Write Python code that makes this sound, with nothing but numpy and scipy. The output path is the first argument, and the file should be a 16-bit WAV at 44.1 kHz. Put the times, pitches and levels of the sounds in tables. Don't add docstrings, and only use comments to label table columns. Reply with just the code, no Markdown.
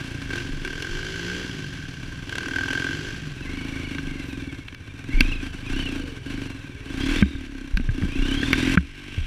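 import sys
import numpy as np
from scipy import signal
from scipy.fft import rfft, irfft, next_fast_len
from scipy.io import wavfile
from scipy.ndimage import uniform_filter1d

SR = 44100
rng = np.random.default_rng(int(sys.argv[2]) if len(sys.argv) > 2 else 0)


def dump_mix(stems):
    frames = np.atleast_2d(stems).T
    limited = np.clip(frames, -1, 1)
    pcm = np.round(limited * 32767).astype(np.int16)
    wavfile.write(sys.argv[1], SR, pcm)


def attenuation_scalar(level_db):
    decades = np.asarray(level_db, float) / 20
    return 10 ** decades


N = 408366

# (frequency [Hz], width [Hz], level [dB])
CASE_MODES = [(1047, 104, -14.5), (1567, 102, 5), (2280, 234, -5), (2720, 126, 0), (3220, 850, -11),
              (3980, 925, -10.5), (5460, 560, -14.5), (5790, 430, -12.5), (7840, 1300, -22.5),
              (9400, 1440, -24)]
# (frequency [Hz], level [dB])
CASE_LEAK = [(210, -3), (350, 10), (639, -0.5), (1310, -3.5), (1550, -12), (1820, -24), (3120, -3.5),
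             (9480, -74), (15500, -71)]

# (start [s], end [s], pitch [Hz], level [dB])
INSECT_CHIRPS = [
    (4.252, 4.325, 13350, -65),
    (5.315, 5.394, 13280, -77.5),
]
# (time [s], pitch [Hz], level [dB])
DISTANT_ORDER = [
    (5.85, 491.8, -58),
    (5.876, 470, -59),
    (6.052, 489, -45.5),
    (6.274, 363.3, -53),
    (6.348, 365.3, -53),
    (6.456, 418, -52),
    (6.618, 272.3, -53),
    (6.796, 422.4, -50),
    (6.95, 436, -58),
]

# (time [s], speed [turns/s])
FAR_CRANK = [(0, 28.29), (.3, 31.02), (.35, 44.77), (.68, 36.53), (.96, 51), (1.2, 56.2), (1.43, 63),
             (1.78, 41.5), (1.83, 35.87), (2.3, 28.11), (2.35, 37.06), (2.86, 44.63), (2.96, 50.5),
             (3.18, 54), (3.5, 41)]
# (start [s], length [s], exhaust crack level [dB])
FAR_OPENINGS = [
    (-.05, 0.16, -45),
    (.3, .12, -31.5),
    (.64, 0.42, -35.5),
    (1.04, 0.39, -37),
    (1.5, 0.33, -52),
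    (1.7, 0.087, -51),
    (2.28, 0.33, -32),
    (2.54, 0.39, -27),
    (2.92, 0.23, -37.5),
]
# (time [s], peak [dB])
FAR_POPS = [(0.31, -20), (0.335, -18), (0.358, -15), (0.382, -18), (0.649, -15), (0.6765, -17),
            (0.732, -23), (0.7574, -23), (0.823, -11), (0.8504, -28), (0.9124, -37), (2.2946, -18),
            (2.3246, -20), (2.355, -12.5), (2.383, -11.5), (2.4305, -20), (2.4578, -23), (2.4833, -16),
            (2.562, -21), (2.6374, -28), (2.6863, -17), (2.711, -17), (2.7323, -11), (2.796, -18),
            (2.8435, -17)]
# (frequency [Hz], width [Hz], level [dB])
FAR_DRONE_PEAKS = [(150, 72, -0.5), (354, 111, 1.5)]

# (time [s], peak [dB], frequency [Hz], T60 [s])
MOUNT_JOLTS = [
    (0.502, -21.5, 25.5, 0.82),
    (.90, -23, 26.4, 0.46),
    (4.05, -28.5, 25.8, 1),
    (5.139, -8, 27.2, 0.74),
    (5.70, -20.5, 26.9, 0.87),
    (7.736, 3.5, 35.7, 0.09),
    (7.788, -11.5, 26.66, 1),
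    (8.183, -10, 29.53, 0.44),
    (9.2, -5.5, 27.95, .4),
]
# (time [s], thump peak [dB], thump pitch [Hz], crack peak [dB], crack brightness [Hz])
KNOCK_EVENTS = [(3.947, -43, 150, -25, 3530), (3.982, -34, 150, -17.5, 3140), (4.682, -52, 100, -24, 4230),
                (4.725, -37, 90, -34, 4000), (4.746, -44, 100, -24.5, 5300),
                (5.206, -10.5, 257, -0.5, 5200), (7.224, 14, 206, 1, 2390), (7.351, 2, 66, -20, 2000),
                (7.771, -10.5, 194, -2.5, 4470), (7.798, -11, 250, -22.5, 2520),
                (7.889, -5, 116, -21, 2000), (8.021, -8, 79, -22.5, 2000), (8.034, -10, 190, -45.5, 2000),
                (8.43, -12, 276, -17, 1967), (8.530, -9.5, 279, 1, 4520),
                (8.535, -18.5, 286.6, -11.5, 2250), (8.773, 16.5, 187.3, 12.5, 2006),
                (8.885, -36, 198.7, -30, 2020), (9.179, 5.5, 83, -37, 1990)]

# (time [s], speed [turns/s])
NEAR_CRANK = [(0.0, 29.9), (0.88, 19.99), (3.33, 21.33), (3.68, 27.6), (4.35, 22.11), (4.77, 11.67),
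              (5.28, 28.78), (5.6, 23.98), (5.77, 33.37), (6.21, 19.64), (6.31, 27.06), (6.81, 16.46),
              (7.09, 40.56), (7.28, 41.24), (7.66, 30.58), (8.11, 28.0), (8.7, 44.68), (9.26, 50.27)]
# (start [s], length [s], exhaust bark level [dB])
NEAR_OPENINGS = [(-.05, 0.051, -43), (.3, 0.29, -39.5), (1.33, 0.27, -42.5), (2.46, 0.51, -36.5),
                 (3.46, 0.55, -36.5), (3.92, 0.67, -37), (5.08, 0.24, -35.5), (5.42, 0.079, -37.5),
                 (5.68, 0.4, -33), (6.27, .24, -34.5), (6.88, 0.11, -34.5), (6.97, 0.26, -27.5),
                 (7.22, .16, -18.5), (7.4, 0.29, -26.5), (7.95, 0.15, -26), (8.15, 0.47, -28),
                 (8.57, 0.34, -23), (8.95, 0.25, -28)]
WEAK_TURNS = [103, 118, 121, 123, 140, 149]
# (frequency [Hz], level [dB], T60 [s])
TAILPIPE_MODES = [(273.8, 17.5, 0.11), (307.2, 11, 0.064), (344, -33, 0.022)]
# (frequency [Hz], width [Hz], level [dB])
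CHAMBER_PEAKS = [(66, 35, 1), (108.6, 42, 2), (145.7, 22, -4.5), (276, 39, -3)]
# (time [s], mesh pitch [Hz])
GEAR_MESH = [(3.38, 1930), (3.62, 2300), (4.15, 2162), (4.55, 1646), (5.05, 1886), (5.31, 2682),
             (5.55, 2250), (5.65, 2383), (5.81, 3075), (6.0, 2250), (6.4, 2303), (6.8, 1693), (7.02, 3294),
             (7.13, 3380), (7.28, 3810), (8.1, 2399), (8.5, 3570), (9.26, 4325)]
# (multiple of mesh pitch, level [dB])
MESH_STRANDS = [(1, 1.5), (.84, -14), (1.22, -13), (1.5, -14), (2, -25)]
# (start [s], length [s], whine level [dB])
GEAR_PULLS = [
    (3.46, 0.5, -43.5),
    (4.08, .16, -46),
    (5.11, 0.29, -37.5),
    (5.64, 0.091, -41.5),
    (5.73, 0.17, -36),
    (6.33, 0.095, -48),
    (7.0, 0.1, -35.5),
    (7.15, 0.26, -37),
    (8.1, 0.28, -38),
    (8.35, .32, -37.5),
]

NEAR_START_TURN, FAR_START_TURN = -.374, -1.194
NEAR_IDLE_HZ, FAR_IDLE_HZ = 21, 30
THROTTLE_OPEN_S, THROTTLE_SHUT_S = 0.035, 0.13
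NEAR_SHUT_DB, NEAR_SHUT_DB_PER_HZ = -43.5, 0.74
THUD_LAW, RATTLE_LAW = (-39.5, 0.25, 0.18), (-45, 0.42, 0.28)
FAR_SHUT_DB, DRONE_LAW, SCATTER_LAW = -46.5, (-42.5, 0.26, -0.075), (-46.5, 0.27, 0.32)
LEAVES_S, LEAVES_DB_PER_S = 3.02, 17
MOUNT_HZ, MOUNT_WIDTH_HZ, MOUNT_DB, MOUNT_REST_DB = 25.6, 6.1, -38, -47
LUNGE_S, LUNGE_DB = 6.95, -24
THUMP_T60_S = 0.071
CLUTCH_BITES_S = 2.9
REPEAT_FROM_HZ, REPEAT_PER_HZ = 30, .035
BLOCK_S, BLOCK_START_S = 1024 / 48000, .0098
CEILING_DB, RELEASE_DB_PER_S = -0.7, 16.5


def rms_one(x):
    return x / np.sqrt(np.mean(x ** 2) + 1e-20)


def in_time(rows):
    time_s, *columns = np.transpose(rows)
    return [np.interp(np.arange(N) / SR, time_s, column) for column in columns]


def drift(rate_hz, step=1):
    r = np.exp(-80 * np.pi * rate_hz / SR)
    slow = signal.lfilter([1], [1, -2 * r, r * r], rng.standard_normal(N // 40 + 2002))[2000:]
    return np.interp(np.arange(0, N, step) / 40, np.arange(len(slow)), rms_one(slow))


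def ring(clicks, hz, t60_s):
    r = attenuation_scalar(-60 / (t60_s * SR))
    w = 2 * np.pi * hz / SR
    return signal.lfilter([0, np.sin(w)], [1, -2 * r * np.cos(w), r * r], clicks + 1e-18)


def band(x, low_hz, high_hz, order=2):
    sos = signal.butter(order, [low_hz, min(high_hz, .45 * SR)], "band", fs=SR, output="sos")
    return signal.sosfilt(sos, x)


def level(x):
    return x / np.sqrt(uniform_filter1d(x ** 2, SR // 4) + 1e-12)


def case(x, wall_db, ring_db):
    size = next_fast_len(N)
    hz = np.maximum(np.arange(size // 2 + 1) * SR / size, 20)
    leak_hz, leak_db = np.transpose(CASE_LEAK)
    shape = attenuation_scalar(wall_db + np.interp(np.log(hz), np.log(leak_hz), leak_db)) + 0j
    for k, (mode_hz, width_hz, db) in enumerate(CASE_MODES):
        peak = 1 / (1 + 1j * (hz ** 2 - mode_hz ** 2) / (hz * width_hz))
        shape += (-1) ** k * attenuation_scalar(db + ring_db * (k == 1)) * peak
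    return irfft(rfft(x, size) * shape, size)[:N]


def crank(speed, start_turn):
    hz = uniform_filter1d(in_time(speed)[0], SR // 20, mode="nearest")
    return start_turn + np.cumsum(hz) / SR, hz


def throttle(rows, shut_db):
    t, power = np.arange(0, N, 64) / SR, 0
    for start_s, length_s, db in rows:
        opening = (t - start_s) / THROTTLE_OPEN_S + .5
        shutting = (start_s + length_s - t) / THROTTLE_SHUT_S + .5
        held = np.clip(np.minimum(opening, shutting), 0, 1)
        power = power + held ** 2 * attenuation_scalar(db) ** 2
    return 10 * np.log10(attenuation_scalar(shut_db) ** 2 + np.interp(np.arange(N) / SR, t, power))


def follow(law, above_idle_hz, load_db):
    idle_db, db_per_hz, load_share = law
    return idle_db + db_per_hz * above_idle_hz + load_share * load_db


def firings(turns, lead_s, jitter_s, spread_db, weak=()):
    whole = np.flatnonzero(np.diff(np.floor(turns)) > 0)
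    chance = rng.standard_normal((len(whole), 2))
    at = np.clip(whole + (jitter_s * chance[:, 0] - lead_s) * SR, 0, N - 1).astype(int)
    clicks = np.zeros(N)
    clicks[at] = attenuation_scalar(spread_db * chance[:, 1] - 11.0 * np.isin(np.round(turns[whole]), weak))
    return clicks


def puffs(clicks, decay_s, steady, noise=None):
    gate = signal.lfilter([1], [1, -np.exp(-1 / (decay_s * SR))], clicks + 1e-18)
    if noise is None:
        noise = rng.standard_normal(N)
    return noise * (steady + gate)


def orders(turns, peaks, count, load=1):
    step = 6
    turns, load = turns[::step], load[::step]
    speed_hz, out = np.gradient(turns) * SR / step, 0
    for k in range(2, count + 1):
        *low, top = [attenuation_scalar(db) / (1 + (2 * (k * speed_hz - hz) / width_hz) ** 2) for hz, width_hz, db in peaks]
        height = (sum(low) + load * top) * attenuation_scalar(3.0 * drift(3, step))
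        out += height * np.sin(2 * np.pi * k * turns + .8 * drift(2, step) - .3 * k)
    return level(signal.resample_poly(out, step, 1)[:N])


def insect():
    t, out = np.arange(N) / SR, np.zeros(N)
    wobble = 2.6 * drift(40)
    for start_s, end_s, hz, db in INSECT_CHIRPS:
        heard = np.clip(np.minimum(t - start_s, end_s - t) / .008, 0, 1)
        out += attenuation_scalar(db) * heard * np.sin(2 * np.pi * hz * t + wobble)
    return out


def distant():
    t, (hz, db) = np.arange(N) / SR, in_time(DISTANT_ORDER)
    phase = 2 * np.pi * np.cumsum(hz) / SR + .6 * drift(6)
    heard = np.clip(np.minimum(t - DISTANT_ORDER[0][0], DISTANT_ORDER[-1][0] - t) / .05, 0, 1)
    return heard * attenuation_scalar(db + 1.0) * (np.sin(phase) + 0.29 * np.sin(1.14 * phase))


def far_scatter(clicks):
    noise = case(puffs(clicks, decay_s=0.0049, steady=0.85), wall_db=-4.5, ring_db=5.5)
    return level(band(noise, 3250, 6800, order=1))


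def far_crack(clicks):
    blast = puffs(clicks, decay_s=.003, steady=0.15) + 11.0 * clicks
    crack = level(case(blast, wall_db=1.5, ring_db=11.0))
    crack = band(crack, 900, 6800, order=1)
    ping = level(band(ring(clicks, 1585, 0.022), 1460, 1596))
    return .7 * crack + .75 * ping


def far_pops():
    hard = np.zeros(N)
    hard[[round(s * SR) for s, db in FAR_POPS]] = attenuation_scalar(np.array(FAR_POPS)[:, 1])
    return case(puffs(hard, decay_s=0.0031, steady=0) + 8.1 * hard, wall_db=-14.5, ring_db=-4.0)


def far_bike():
    turns, hz = crank(FAR_CRANK, FAR_START_TURN)
    away_db = -LEAVES_DB_PER_S * np.maximum(np.arange(N) / SR - LEAVES_S, 0)
    load_db = throttle(FAR_OPENINGS, shut_db=FAR_SHUT_DB) - FAR_SHUT_DB
    crack_db = FAR_SHUT_DB + load_db + away_db
    drone_db = follow(DRONE_LAW, hz - FAR_IDLE_HZ, load_db) + .4 * away_db
    scatter_db = follow(SCATTER_LAW, hz - FAR_IDLE_HZ, load_db) + away_db
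    clicks = firings(turns, lead_s=.004, jitter_s=.0001, spread_db=1.5)
    drone = orders(turns, FAR_DRONE_PEAKS, count=13, load=attenuation_scalar(2 * np.clip(crack_db + 36, -10, 0)))
    out = attenuation_scalar(scatter_db) * far_scatter(clicks) + attenuation_scalar(crack_db - 2.5) * far_crack(clicks)
    return out + attenuation_scalar(drone_db) * drone + attenuation_scalar(2.5) * far_pops()


def mount(turns, crank_hz):
    loose = rms_one(band(rng.standard_normal(N), 25.0, 32.2))
    detune = 2 * (crank_hz - MOUNT_HZ) / MOUNT_WIDTH_HZ
    shake = attenuation_scalar(MOUNT_REST_DB) + attenuation_scalar(MOUNT_DB + .3 * drift(2)) / (1 + detune ** 2)
    shake += attenuation_scalar(LUNGE_DB) * np.clip((np.arange(N) / SR - LUNGE_S) / 0.161, 0, 1)
    out = shake * attenuation_scalar(-3.0) * (.5 * np.sin(2 * np.pi * turns) + .8 * loose)
    for s, db, hz, t60_s in MOUNT_JOLTS:
        click = np.zeros(N)
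        click[round(s * SR)] = -attenuation_scalar(db)
        out += band(ring(click, hz, t60_s), 15.4, 71, order=1)
    return out


def knocks():
    thumps, cracks, span = np.zeros(N), np.zeros(N), SR // 3
    t = np.arange(span) / SR
    for s, thump_db, thump_hz, crack_db, bright_hz in KNOCK_EVENTS:
        at = round(s * SR)
        hiss = rng.standard_normal(span)
        glide = thump_hz * (0.796 * t + 0.0098 * (1 - np.exp(-t / 0.043)))
        thump = attenuation_scalar(thump_db - 60 * t / THUMP_T60_S) * np.sin(2 * np.pi * glide)
        thump -= attenuation_scalar(thump_db - 9.0 - 60 * t / 0.2) * np.sin(2 * np.pi * 68 * t)
        burst = band(hiss * np.exp(-t / 0.0021) * (1 - np.exp(-t / 0.00039)), 1320, bright_hz)
        spark = band(hiss * np.exp(-t / 0.0015), 3900, 23000)
        spark *= attenuation_scalar(crack_db - 20.5) * (bright_hz / 5000) ** 3
        thumps[at:at + span] += (thump + spark)[:N - at]
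        cracks[at:at + span] += attenuation_scalar(crack_db) * (burst / np.abs(burst).max())[:N - at]
    return thumps + attenuation_scalar(9.5) * case(cracks, wall_db=-10.0, ring_db=-3.5)


def gears(turns, whine_db, rattle_db):
    hz = uniform_filter1d(in_time(GEAR_MESH)[0], SR // 20)
    surge = 1 + .035 * np.cos(2 * np.pi * turns)
    mesh = 2 * np.pi * np.cumsum(hz * surge) / SR
    whine = sum(attenuation_scalar(db + 3 * drift(60)) * np.sin(k * mesh + .8 * drift(70)) for k, db in MESH_STRANDS)
    rush = rms_one(band(rng.standard_normal(N), 8.6, 550)) * np.sin(.64 * 2 * np.pi * np.cumsum(hz) / SR)
    stroke = turns % 1
    idler = 2 * np.pi * np.cumsum(hz * (1.06 - .12 * stroke)) / SR
    chirps = np.sin(np.pi * stroke) ** 2 * (np.sin(1.3 * idler) + 0.39 * np.sin(1.96 * idler))
    chirps *= attenuation_scalar(2.8 * drift(19))
    sound = attenuation_scalar(rattle_db - 2.5) * (2000 / hz) ** 2 * chirps
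    sound += attenuation_scalar(whine_db + 3.2 * np.sin(2 * np.pi * turns)) * whine
    sound += attenuation_scalar(rattle_db + 4.5) * (hz / 4300) ** 4 * rush
    return sound * np.clip((np.arange(N) / SR - CLUTCH_BITES_S) / 0.19, 0, 1)


def contacts(turns, hz):
    same = np.clip((hz - REPEAT_FROM_HZ) * REPEAT_PER_HZ, 0, .6)
    looped = rng.standard_normal(1500)[(turns % 1 * 1500).astype(int)]
    looped = rms_one(band(looped, 1300, 19000))
    return np.sqrt(1 - same) * rng.standard_normal(N) + np.sqrt(same) * looped


def near_rattle(clicks, turns, hz):
    hiss = puffs(clicks, decay_s=0.0045, steady=0.77, noise=contacts(turns, hz)) * attenuation_scalar(1.87 * drift(39))
    return level(case(hiss, wall_db=-11.5, ring_db=-2.5))


def near_thud(turns, hz):
    rumble = rms_one(band(rng.standard_normal(N), 50, 200))
    load = np.clip((hz - 33) / 8, 0, 1)
    return orders(turns, CHAMBER_PEAKS, count=9, load=load) + .35 * rumble


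def near_bark(clicks):
    drive = rms_one(clicks) + .12 * rng.standard_normal(N)
    pipe = level(sum(attenuation_scalar(db) * ring(drive, hz, t60_s) for hz, db, t60_s in TAILPIPE_MODES))
    return band(pipe, 200, 390, order=3)


def near_bike(turns, hz):
    above_idle_hz = hz - NEAR_IDLE_HZ
    shut_db = NEAR_SHUT_DB + NEAR_SHUT_DB_PER_HZ * np.minimum(above_idle_hz, 6)
    bark_db = throttle(NEAR_OPENINGS, shut_db=shut_db)
    whine_db = throttle(GEAR_PULLS, shut_db=-61)
    load_db = bark_db - NEAR_SHUT_DB
    thud_db = follow(THUD_LAW, above_idle_hz, load_db)
    rattle_db = follow(RATTLE_LAW, above_idle_hz, load_db)
    clicks = firings(turns, lead_s=.005, jitter_s=.0001, spread_db=1.8, weak=WEAK_TURNS)
    exhaust = attenuation_scalar(bark_db) * near_bark(clicks) + attenuation_scalar(thud_db) * near_thud(turns, hz)
    rattle = attenuation_scalar(rattle_db + 0.5) * near_rattle(clicks, turns, hz)
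    return exhaust + rattle + gears(turns, whine_db, rattle_db)


def scene():
    turns, hz = crank(NEAR_CRANK, NEAR_START_TURN)
    background = insect() + distant() + far_bike()
    return (background + mount(turns, hz) + knocks() + near_bike(turns, hz))[None]


def roll_off(x):
    return signal.sosfilt(signal.butter(12, 16340, fs=SR, output="sos"), x)


def record(dry):
    block = ((np.arange(N) / SR - BLOCK_START_S) // BLOCK_S + 1).astype(int)
    block_starts = np.flatnonzero(np.diff(block, prepend=-1))
    peak_db = 20 * np.log10(np.maximum.reduceat(np.abs(dry[0]), block_starts) + 1e-9)
    creep_db = RELEASE_DB_PER_S * BLOCK_S * np.arange(len(peak_db))
    over_db = np.maximum(peak_db - CEILING_DB, 0)
    cut_db = np.maximum.accumulate(over_db + creep_db) - creep_db
    gain = attenuation_scalar(-uniform_filter1d(cut_db[block], size=80))
    top_cut = signal.cheby2(10, 50, 15900, fs=SR, output="sos")
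    mix = signal.sosfilt(top_cut, np.clip(dry * gain, -1, 1))
    return roll_off(mix)


dry = scene()
out = record(dry)
dump_mix(out)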